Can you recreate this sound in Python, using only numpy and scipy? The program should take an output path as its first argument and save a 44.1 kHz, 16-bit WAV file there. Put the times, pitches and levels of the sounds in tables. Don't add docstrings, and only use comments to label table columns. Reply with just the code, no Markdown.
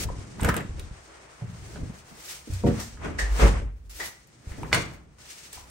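import sys
import numpy as np
from scipy import signal
from scipy.fft import rfft, irfft
from scipy.io import wavfile
from scipy.ndimage import uniform_filter1d

SR = 44100
rng = np.random.default_rng(int(sys.argv[2]) if len(sys.argv) > 2 else 0)


def materialize(psi):
    bounded = np.clip(np.atleast_2d(psi).T, -1, 1)
    quanta = np.round(bounded * 32767).astype(np.int16)
    wavfile.write(sys.argv[1], SR, quanta)


N = 251370

# f/Hz, relative level/dB
HUSH_TONE = [(40, 0), (300, -8), (2000, -14.5), (9000, -26.5), (12000, -42.5)]
TREBLE_TONE = [(1200, -4), (2200, 1.5), (3500, 0), (6000, 2.5), (8500, -1), (10500, -4.5), (11500, -36)]
SHEEN_TONE = [(10000, -9), (10800, -6.5), (12000, -20.5), (16000, -15.5)]
BODY_TONE = [(300, -2.5), (480, -2), (800, -3), (1300, -4.5), (2200, -8.5), (3200, -17), (5000, -42)]
DEEP_TONE = [(20, -28), (35, -4), (55, 1.5), (70, 4), (100, -8.5), (140, -41)]
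BOOM_TONE = [(70, -36), (120, 3), (200, -3), (400, -10), (600, -16), (900, -28)]
# f/Hz, likeness (1 = the same)
LIKENESS = [(40, 1), (130, 0.8), (300, 0.57), (640, 0.077), (3000, 0.028), (7000, 0.053)]
# peak t/s, rise/s, fall/s, treble level/dB, sheen level/dB, body level/dB
RUSTLES = [(.04, 1, 0.025, -35, -40, -46), (.45, .05, .12, -43, -44, -28.5),
           (.492, .012, 0.019, -34, -37, -45), (.542, 0.0086, .012, -43, -41, -39),
           (.575, .03, 0.059, -49, -54, -30), (.8, 0.043, .015, -56, -66, -47),
           (1.05, 0.092, .15, -69.5, -75, -77), (1.72, 0.57, 0.31, -51.5, -65, -55),
           (1.99, 0.12, 0.065, -57, -64, -75), (2.32, 0.23, .15, -40.5, -46, -51.5),
           (2.54, 0.12, 0.22, -46.5, -56, -54.5), (2.66, 0.17, 1, -51.5, -68, -53),
           (2.8, 0.19, 0.12, -44.5, -56.5, -41), (3.05, .06, .17, -51, -81, -35.5),
           (3.19, 0.0094, .13, -36, -64, -33), (3.37, 0.07, 0.13, -39.5, -49, -64),
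           (3.42, 0.042, 0.18, -34.5, -65, -24.5), (3.48, 0.19, 0.05, -37, -49, -27.5),
           (3.93, .3, .3, -50, -54, -62), (4.002, 0.016, 0.16, -40, -69, -38.5),
           (4.07, 0.19, 0.069, -39.5, -42.5, -52), (4.514, 0.15, 0.98, -54.5, -65, -51.5),
           (4.729, .005, .12, -27.5, -40.5, -27), (4.94, 0.03, 0.041, -54.5, -59, -53),
           (5.32, .2, .3, -45, -55, -56.5), (5.44, 0.2, 0.13, -48, -57.5, -80),
           (5.53, 0.015, 0.23, -46.5, -54.5, -56)]
# t/s, treble level/dB, body level/dB
HISS_BED = [(0, -54.5, -49.5), (.25, -53, -53), (.34, -54.5, -54), (.65, -58, -54), (1.15, -57, -52.5),
            (1.5, -65.5, -55), (2.17, -56, -53.5), (2.95, -56, -66), (3.16, -91, -56), (3.6, -63, -45),
            (3.87, -60, -66), (4.38, -62.5, -64), (4.9, -66, -52.5), (5.19, -59, -60), (5.7, -61, -58)]
# start t/s, end t/s, change in level/dB
HISS_DIPS = [(3.6, 3.895, -16), (4.95, 5.184, -12)]
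# peak t/s, rise/s, fall/s, deep level/dB, boom level/dB
SHUDDERS = [(.02, 0.23, 0.54, -64, -39.5), (.41, 0.18, 0.28, -43, -44), (.6, 0.29, .1, -56, -30.5),
            (.78, 0.13, 0.21, -35, -45), (1.6, 0.19, .3, -48, -62), (1.82, 0.23, 0.13, -38, -38.5),
            (2.7, 0.076, 0.1, -35, -27.5), (3.11, .2, 0.21, -32, -38.5), (3.46, 0.089, 0.091, -35, -25),
            (3.55, 0.12, 0.092, -27, -41), (3.83, .3, 0.29, -46.5, -80), (4.08, 0.19, 0.053, -59, -52),
            (4.62, 0.18, 0.32, -52, -39), (4.76, .2, 0.32, -37, -39), (5.7, 0.17, .3, -52, -59)]
# t/s, level/dB, centre f/Hz, ring/s, spread/octaves, hardness/dB
THUDS = [(0.004, -30, 56.5, 0.49, 0.71, -32), (0.054, -20.5, 56, 0.35, 0.77, -24),
         (0.101, -23.5, 70.1, 0.047, 0.37, -14), (0.135, -39, 81, 0.41, 0.46, -15),
         (0.185, -27, 86.1, 0.11, 0.33, -20), (0.419, -12.5, 102, 0.23, 0.87, -23),
         (0.446, -15, 85, 0.3, 0.88, -10), (0.479, -14.5, 124, 0.14, 0.97, -1),
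         (0.65, -27, 75.4, 0.069, 0.77, -19), (0.693, -23, 77, 0.1, 0.46, -33),
         (0.746, -30, 61.3, 0.18, 0.97, -30), (0.789, -28, 61, 0.12, 0.37, -25),
         (0.912, -30.5, 63.4, 0.12, 0.61, -39), (1.419, -24, 130, 0.3, 0.29, -24.5),
         (1.472, -30, 136, 0.39, 0.42, -42), (1.611, -35, 116, 0.32, 0.41, -26),
         (1.759, -32.5, 59.2, 0.22, 0.45, 3), (1.815, -28, 75.4, 0.073, 0.7, -16),
         (1.833, -20.5, 104, 0.098, 0.59, -33), (1.894, -29.5, 183, 0.067, 0.34, -25),
         (2.113, -39.5, 181, 0.16, 0.35, -16), (2.473, -32, 240, 0.15, 0.44, -21),
         (2.5, -22, 88.4, 0.48, 0.35, -34), (2.638, -8.5, 147, 0.36, 0.95, -11),
         (2.666, -12.5, 190, 0.29, 0.55, -4), (3.043, -26.5, 227, 0.65, 0.59, -10),
         (3.392, -18.5, 56.5, 0.68, 0.37, 4), (3.422, -12, 56.5, 0.78, 0.24, 10),
         (3.618, -24, 56, 0.37, 0.24, -16), (4.471, -27.5, 66, 0.17, 0.56, -30),
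         (4.515, -27, 58.4, 0.09, 0.6, -27), (4.585, -31, 91, 0.12, 0.32, -12),
         (4.635, -26, 100, 0.087, 0.83, -9), (4.733, -21, 114, 0.31, 0.49, -9),
         (4.765, -20.5, 100, 0.35, 0.54, -3.5), (5.559, -40, 60, 0.42, 0.77, -12)]
# f/Hz, relative level/dB
PANEL_MODES = [(38, -2), (52, 3.5), (64, 5), (93, 3), (115, 2.5), (131, -2.5), (160, 0.5), (195, 1.5),
               (235, 3), (270, 3.5), (312, 3.5), (385, 2), (465, 7.5), (570, 4.5), (690, 2.5), (880, 0)]
# t/s, level/dB, centre f/Hz, ring/s, width as a share of f, relative tick level/dB, pan/dB
CLICKS = [(.088, -32.5, 940, 0.032, 0.3, -22, 15), (.397, -29, 970, 0.036, .8, -24, -6),
          (0.407, -33, 3000, 0.011, 0.54, -6, 4), (0.413, -29, 8140, 0.01, 0.14, -19, 14),
          (.432, -26.5, 2430, 0.022, 0.74, 2, -3), (.447, -17, 1630, 0.038, 0.33, -3, 0),
          (.489, -15.5, 1470, 0.062, 0.46, -8.5, -0.5), (0.502, -23, 1610, 0.021, .6, -19, 2),
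          (.543, -18.5, 1440, 0.0097, 0.4, -11, 0), (.566, -27.5, 2330, 0.0073, 0.78, 0, 14),
          (0.578, -29.5, 3690, 0.012, 0.4, -8, -4), (.606, -31.5, 1870, 0.036, 0.31, -12, 0),
          (.796, -30, 3320, .012, 0.81, 0, -3), (1.411, -47, 794, 0.058, 0.52, -16, -10),
          (1.758, -37.5, 1190, 0.1, 1, -14, -7), (2.536, -30, 9000, .024, 0.45, -4, -4),
          (2.972, -43, 1210, 0.042, .4, -20, -7), (3.017, -40, 990, 0.029, .5, -23, 1),
          (4.273, -50, 13000, .015, .6, -3, 6), (4.519, -41.5, 1830, 0.19, 0.58, -12, 1),
          (4.632, -25.5, 830, 0.012, 0.43, -21, 4.5), (4.633, -33, 2320, 0.0078, 0.22, -21.5, 1),
          (4.647, -37.5, 1560, 0.016, 0.23, -39, 2), (4.717, -31, 1240, 0.28, 0.45, -26, 2),
          (4.746, -13.5, 1430, 0.043, 1, -5, 0), (5.53, -46.5, 4350, 0.02, .3, 17.5, -4),
          (5.573, -40.5, 860, 0.084, 0.33, -20, 0)]
# t/s, level/dB, squeak f/Hz, squeak ring/s, relative hiss level/dB, hiss f/Hz, hiss ring/s, rise/ms
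SCUFFS = [(2.66, -38.5, 1970, 0.12, 10, 1150, .15, 11), (2.797, -37, 1880, 0.094, 11.5, 6150, 0.26, 1.3),
          (3.047, -41, 1470, 0.13, 5, 1500, 0.12, 0.77), (3.186, -19, 1784, 0.19, -10.5, 5500, 0.21, 2.2),
          (3.392, -28.5, 2120, 0.091, 9, 1110, 0.17, 13), (3.998, -24.5, 1924, 0.15, -7.5, 3950, 0.25, 2.6)]
# peak t/s, level/dB
SWAYS = [(3.237, -22), (3.323, -19), (3.442, -10.5), (3.56, -25), (3.672, -28), (3.864, -41), (3.955, -45)]
# f/Hz, relative level/dB
CATCH_MODES = [(1250, -11), (1600, -6), (2090, 1), (2350, -4), (2800, -7), (3400, -7), (4300, -6),
               (5900, -14.5)]
# f/Hz, ring/s
ROOM_RING = [(60, 0.48), (250, 0.46), (700, 0.37), (2000, 0.34), (5000, 0.41), (10000, 0.19)]
# f/Hz, lead of the left/radians
PHASE_TURN = [(8270, 0), (9730, -2.6), (10900, -3.9), (11700, -6.3), (12500, -6.3), (13200, -9.2),
              (14400, -9.7), (15200, -12.6)]


def undb(db):
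    return 10 ** (np.asarray(db) / 20)


def at(table, hz):
    f, v = np.transpose(table)
    return np.interp(np.log(hz + 1), np.log(f), v)


def hiss(table, n):
    hz = np.fft.rfftfreq(n, 1 / SR)
    mid, side = rfft(rng.standard_normal((2, n)))
    alike = np.clip(at(LIKENESS, hz), 0, 1)
    inside = (hz > table[0][0]) & (hz < table[-1][0])
    mid, side = mid * np.sqrt(1 + alike), side * np.sqrt(1 - alike)
    noise = irfft(np.array([mid + side, mid - side]) * undb(at(table, hz)) * inside, n)
    return noise / np.std(noise)


def wander(rate):
    hold = int(SR / rate)
    steps = np.repeat(rng.standard_normal(N // hold + 1), hold)
    return uniform_filter1d(uniform_filter1d(steps, hold), hold)[:N]


def swells(rows):
    rows, t = np.array(rows), np.arange(N) / SR
    coarse = t[::16]
    peak, rise, fall = rows[:, :3].T[:, :, None]
    distance = np.maximum((peak - coarse) / rise, (coarse - peak) / fall)
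    power = undb(-20 * distance ** 1.09) ** 2
    return [np.interp(t, coarse, np.sqrt(undb(2 * db) @ power)) for db in rows[:, 3:].T]


def fade(t, rise_ms, t60):
    return (1 - np.exp(-t * 1000 / max(rise_ms, .05))) * undb(-60 * t / max(t60, .005))


def band(x, hz, share):
    hz = min(hz, SR * .4)
    return signal.lfilter(*signal.iirpeak(hz, 1 / max(share, .02), SR), x)


def add(out, start, x, db, pan_db=0):
    i = int(max(start, 0) * SR)
    x = x[..., :N - i] * undb(db) / np.max(np.abs(x))
    out[:, i:i + x.shape[-1]] += x * undb([[pan_db / 2], [-pan_db / 2]])


def steady_hush():
    return undb(-72) * hiss(HUSH_TONE, N)


def sleeve_rustle(pan_db=1.5, sink_s=.12):
    t = np.arange(N) / SR
    times, *levels = np.transpose(HISS_BED)
    bed_treble, bed_body = [undb(np.interp(t, times, db)) for db in levels]
    treble, sheen, body = swells(RUSTLES)
    treble, body = np.hypot(treble, bed_treble), np.hypot(body, bed_body)
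    sheen = np.hypot(sheen, bed_treble * undb(-24))
    grain_db = 2.1 * wander(60) + 0.59 * wander(300)
    high = treble * hiss(TREBLE_TONE, N) + sheen * undb(1.3 * wander(40)) * hiss(SHEEN_TONE, N)
    middle = body * undb(1.5 * wander(30)) * hiss(BODY_TONE, N)
    dip_db = sum(db * np.clip((t - start) / sink_s, 0, 1) * (t < end) for start, end, db in HISS_DIPS)
    cloth = high * undb(grain_db + dip_db) + middle * undb(.6 * dip_db)
    return cloth * undb([[pan_db / 2], [-pan_db / 2]])


def structure_shake(rest_db=-61.5):
    deep, boom = np.hypot(swells(SHUDDERS), undb(rest_db))
    wobble = deep * undb(2.5 * wander(12)) * hiss(DEEP_TONE, N)
    return wobble + boom * undb(0.7 * wander(24.92)) * hiss(BOOM_TONE, N)


def panel_thuds(rise_ms=4.2):
    out, t = np.zeros((2, N)), np.arange(SR // 2) / SR
    hz, db = np.transpose(PANEL_MODES)
    for start, peak_db, centre, t60, spread, hard_db in THUDS:
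        detune, phase, skew = rng.standard_normal((3, len(hz)))
        near_centre = undb(db - 3.9 * (np.log2(hz / centre) / spread) ** 2)
        gain = near_centre + undb(db + hard_db) * (hz > centre)
        fades = np.array([fade(t, rise_ms * min(centre / f, 1), t60 * (centre / f) ** .5) for f in hz])
        apart = 0.89 * skew * np.arccos(np.clip(at(LIKENESS, hz), 0, 1))
        angle = 2 * np.pi * np.outer(hz * (1 + 0.0364 * detune), t) + 0.93 * phase[:, None]
        thud = [gain @ (np.sin(angle + side * apart[:, None]) * fades) for side in (.5, -.5)]
        add(out, start, np.array(thud), peak_db)
    return out


def latch_clicks():
    out, ticks, t = np.zeros((2, N)), np.zeros((2, N)), np.arange(SR // 5) / SR
    blow = 6.9 * (t == 0)
    for start, peak_db, hz, t60, share, tick_db, pan_db in CLICKS:
        noise = rng.standard_normal((2, len(t)))
        contact = blow + noise[0] * fade(t, .2, t60)
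        add(out, start, band(band(contact, hz, 2 * share), hz, share), peak_db, pan_db)
        tick = band(noise[1] * fade(t, .05, 0.019), hz=9600, share=0.2)
        add(ticks, start, tick, peak_db + tick_db, pan_db)
    return out + 0.71 * ticks, 0.41 * ticks


def sole_scuffs():
    out, t = np.zeros((2, N)), np.arange(SR // 2) / SR
    for start, peak_db, hz, t60, hiss_db, hiss_hz, hiss_t60, rise_ms in SCUFFS:
        slip, rub = rng.standard_normal((2, 2, len(t)))
        squeak = band(band(slip, hz, 0.16), hz, 0.16) * fade(t, rise_ms, t60)
        thin_ring = band(slip, hz * 1.03, 0.046) * fade(t, rise_ms, t60=0.58)
        scrape = band(rub, hiss_hz, 0.73) * fade(t, rise_ms, hiss_t60)
        add(out, start, squeak, peak_db)
        add(out, start, thin_ring, peak_db - 18)
        add(out, start, scrape, peak_db + hiss_db)
    return out


def floor_sway(first_hz=52, sag_hz_per_s=3.5, rise_s=0.049, fall_s=0.12):
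    gain, = swells([(peak, rise_s, fall_s, db) for peak, db in SWAYS])
    hz = first_hz - sag_hz_per_s * (np.arange(N) / SR - SWAYS[0][0])
    return np.sqrt(2) * gain * np.sin(2 * np.pi * np.cumsum(hz) / SR + [[.15], [-.15]])


def dryer_snap():
    out, t = np.zeros((2, N)), np.arange(SR // 5) / SR
    detune = 1 + 0.012 * rng.standard_normal(len(CATCH_MODES))
    ring = sum(undb(db) * np.sin(2 * np.pi * hz * d * t) for (hz, db), d in zip(CATCH_MODES, detune))
    add(out, 4.7292, ring * fade(t, rise_ms=.1, t60=.013), db=-2, pan_db=-.5)
    return out


def room(x, db):
    t, tail = np.arange(SR * 3 // 4) / SR, 0
    for hz in 90 * 2. ** np.arange(8):
        octave = hiss([(hz / np.sqrt(2), 0), (hz * np.sqrt(2), 0)], len(t)) * np.sqrt(hz)
        tail = tail + octave * fade(t, 0.79, at(ROOM_RING, hz))
    tail = tail / np.sqrt(np.sum(tail ** 2) / 2)
    return x + undb(db) * signal.fftconvolve(x.mean(axis=0)[None], tail, axes=1)[:, :N]


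def scene():
    clicks, dry_ticks = latch_clicks()
    thuds = room(panel_thuds(), db=-10)
    sharp = room(clicks + sole_scuffs() + dryer_snap(), db=-3) + dry_ticks
    return thuds + sharp + sleeve_rustle() + structure_shake() + floor_sway() + steady_hush()


def record(dry, join_hz=8500, top_hz=15750):
    hz = np.fft.rfftfreq(N, 1 / SR)
    left, right = rfft(dry)
    tied = np.clip((hz - join_hz) / 1000 + .5, 0, 1)
    right = np.sqrt(1 - tied) * right + np.sqrt(tied) * left * np.exp(-1j * at(PHASE_TURN, hz))
    steep_cut = signal.ellip(10, .2, 60, top_hz, fs=SR, output="sos")
    return signal.sosfilt(steep_cut, irfft(np.array([left, right]), N))


dry = scene()
out = record(dry)
materialize(out)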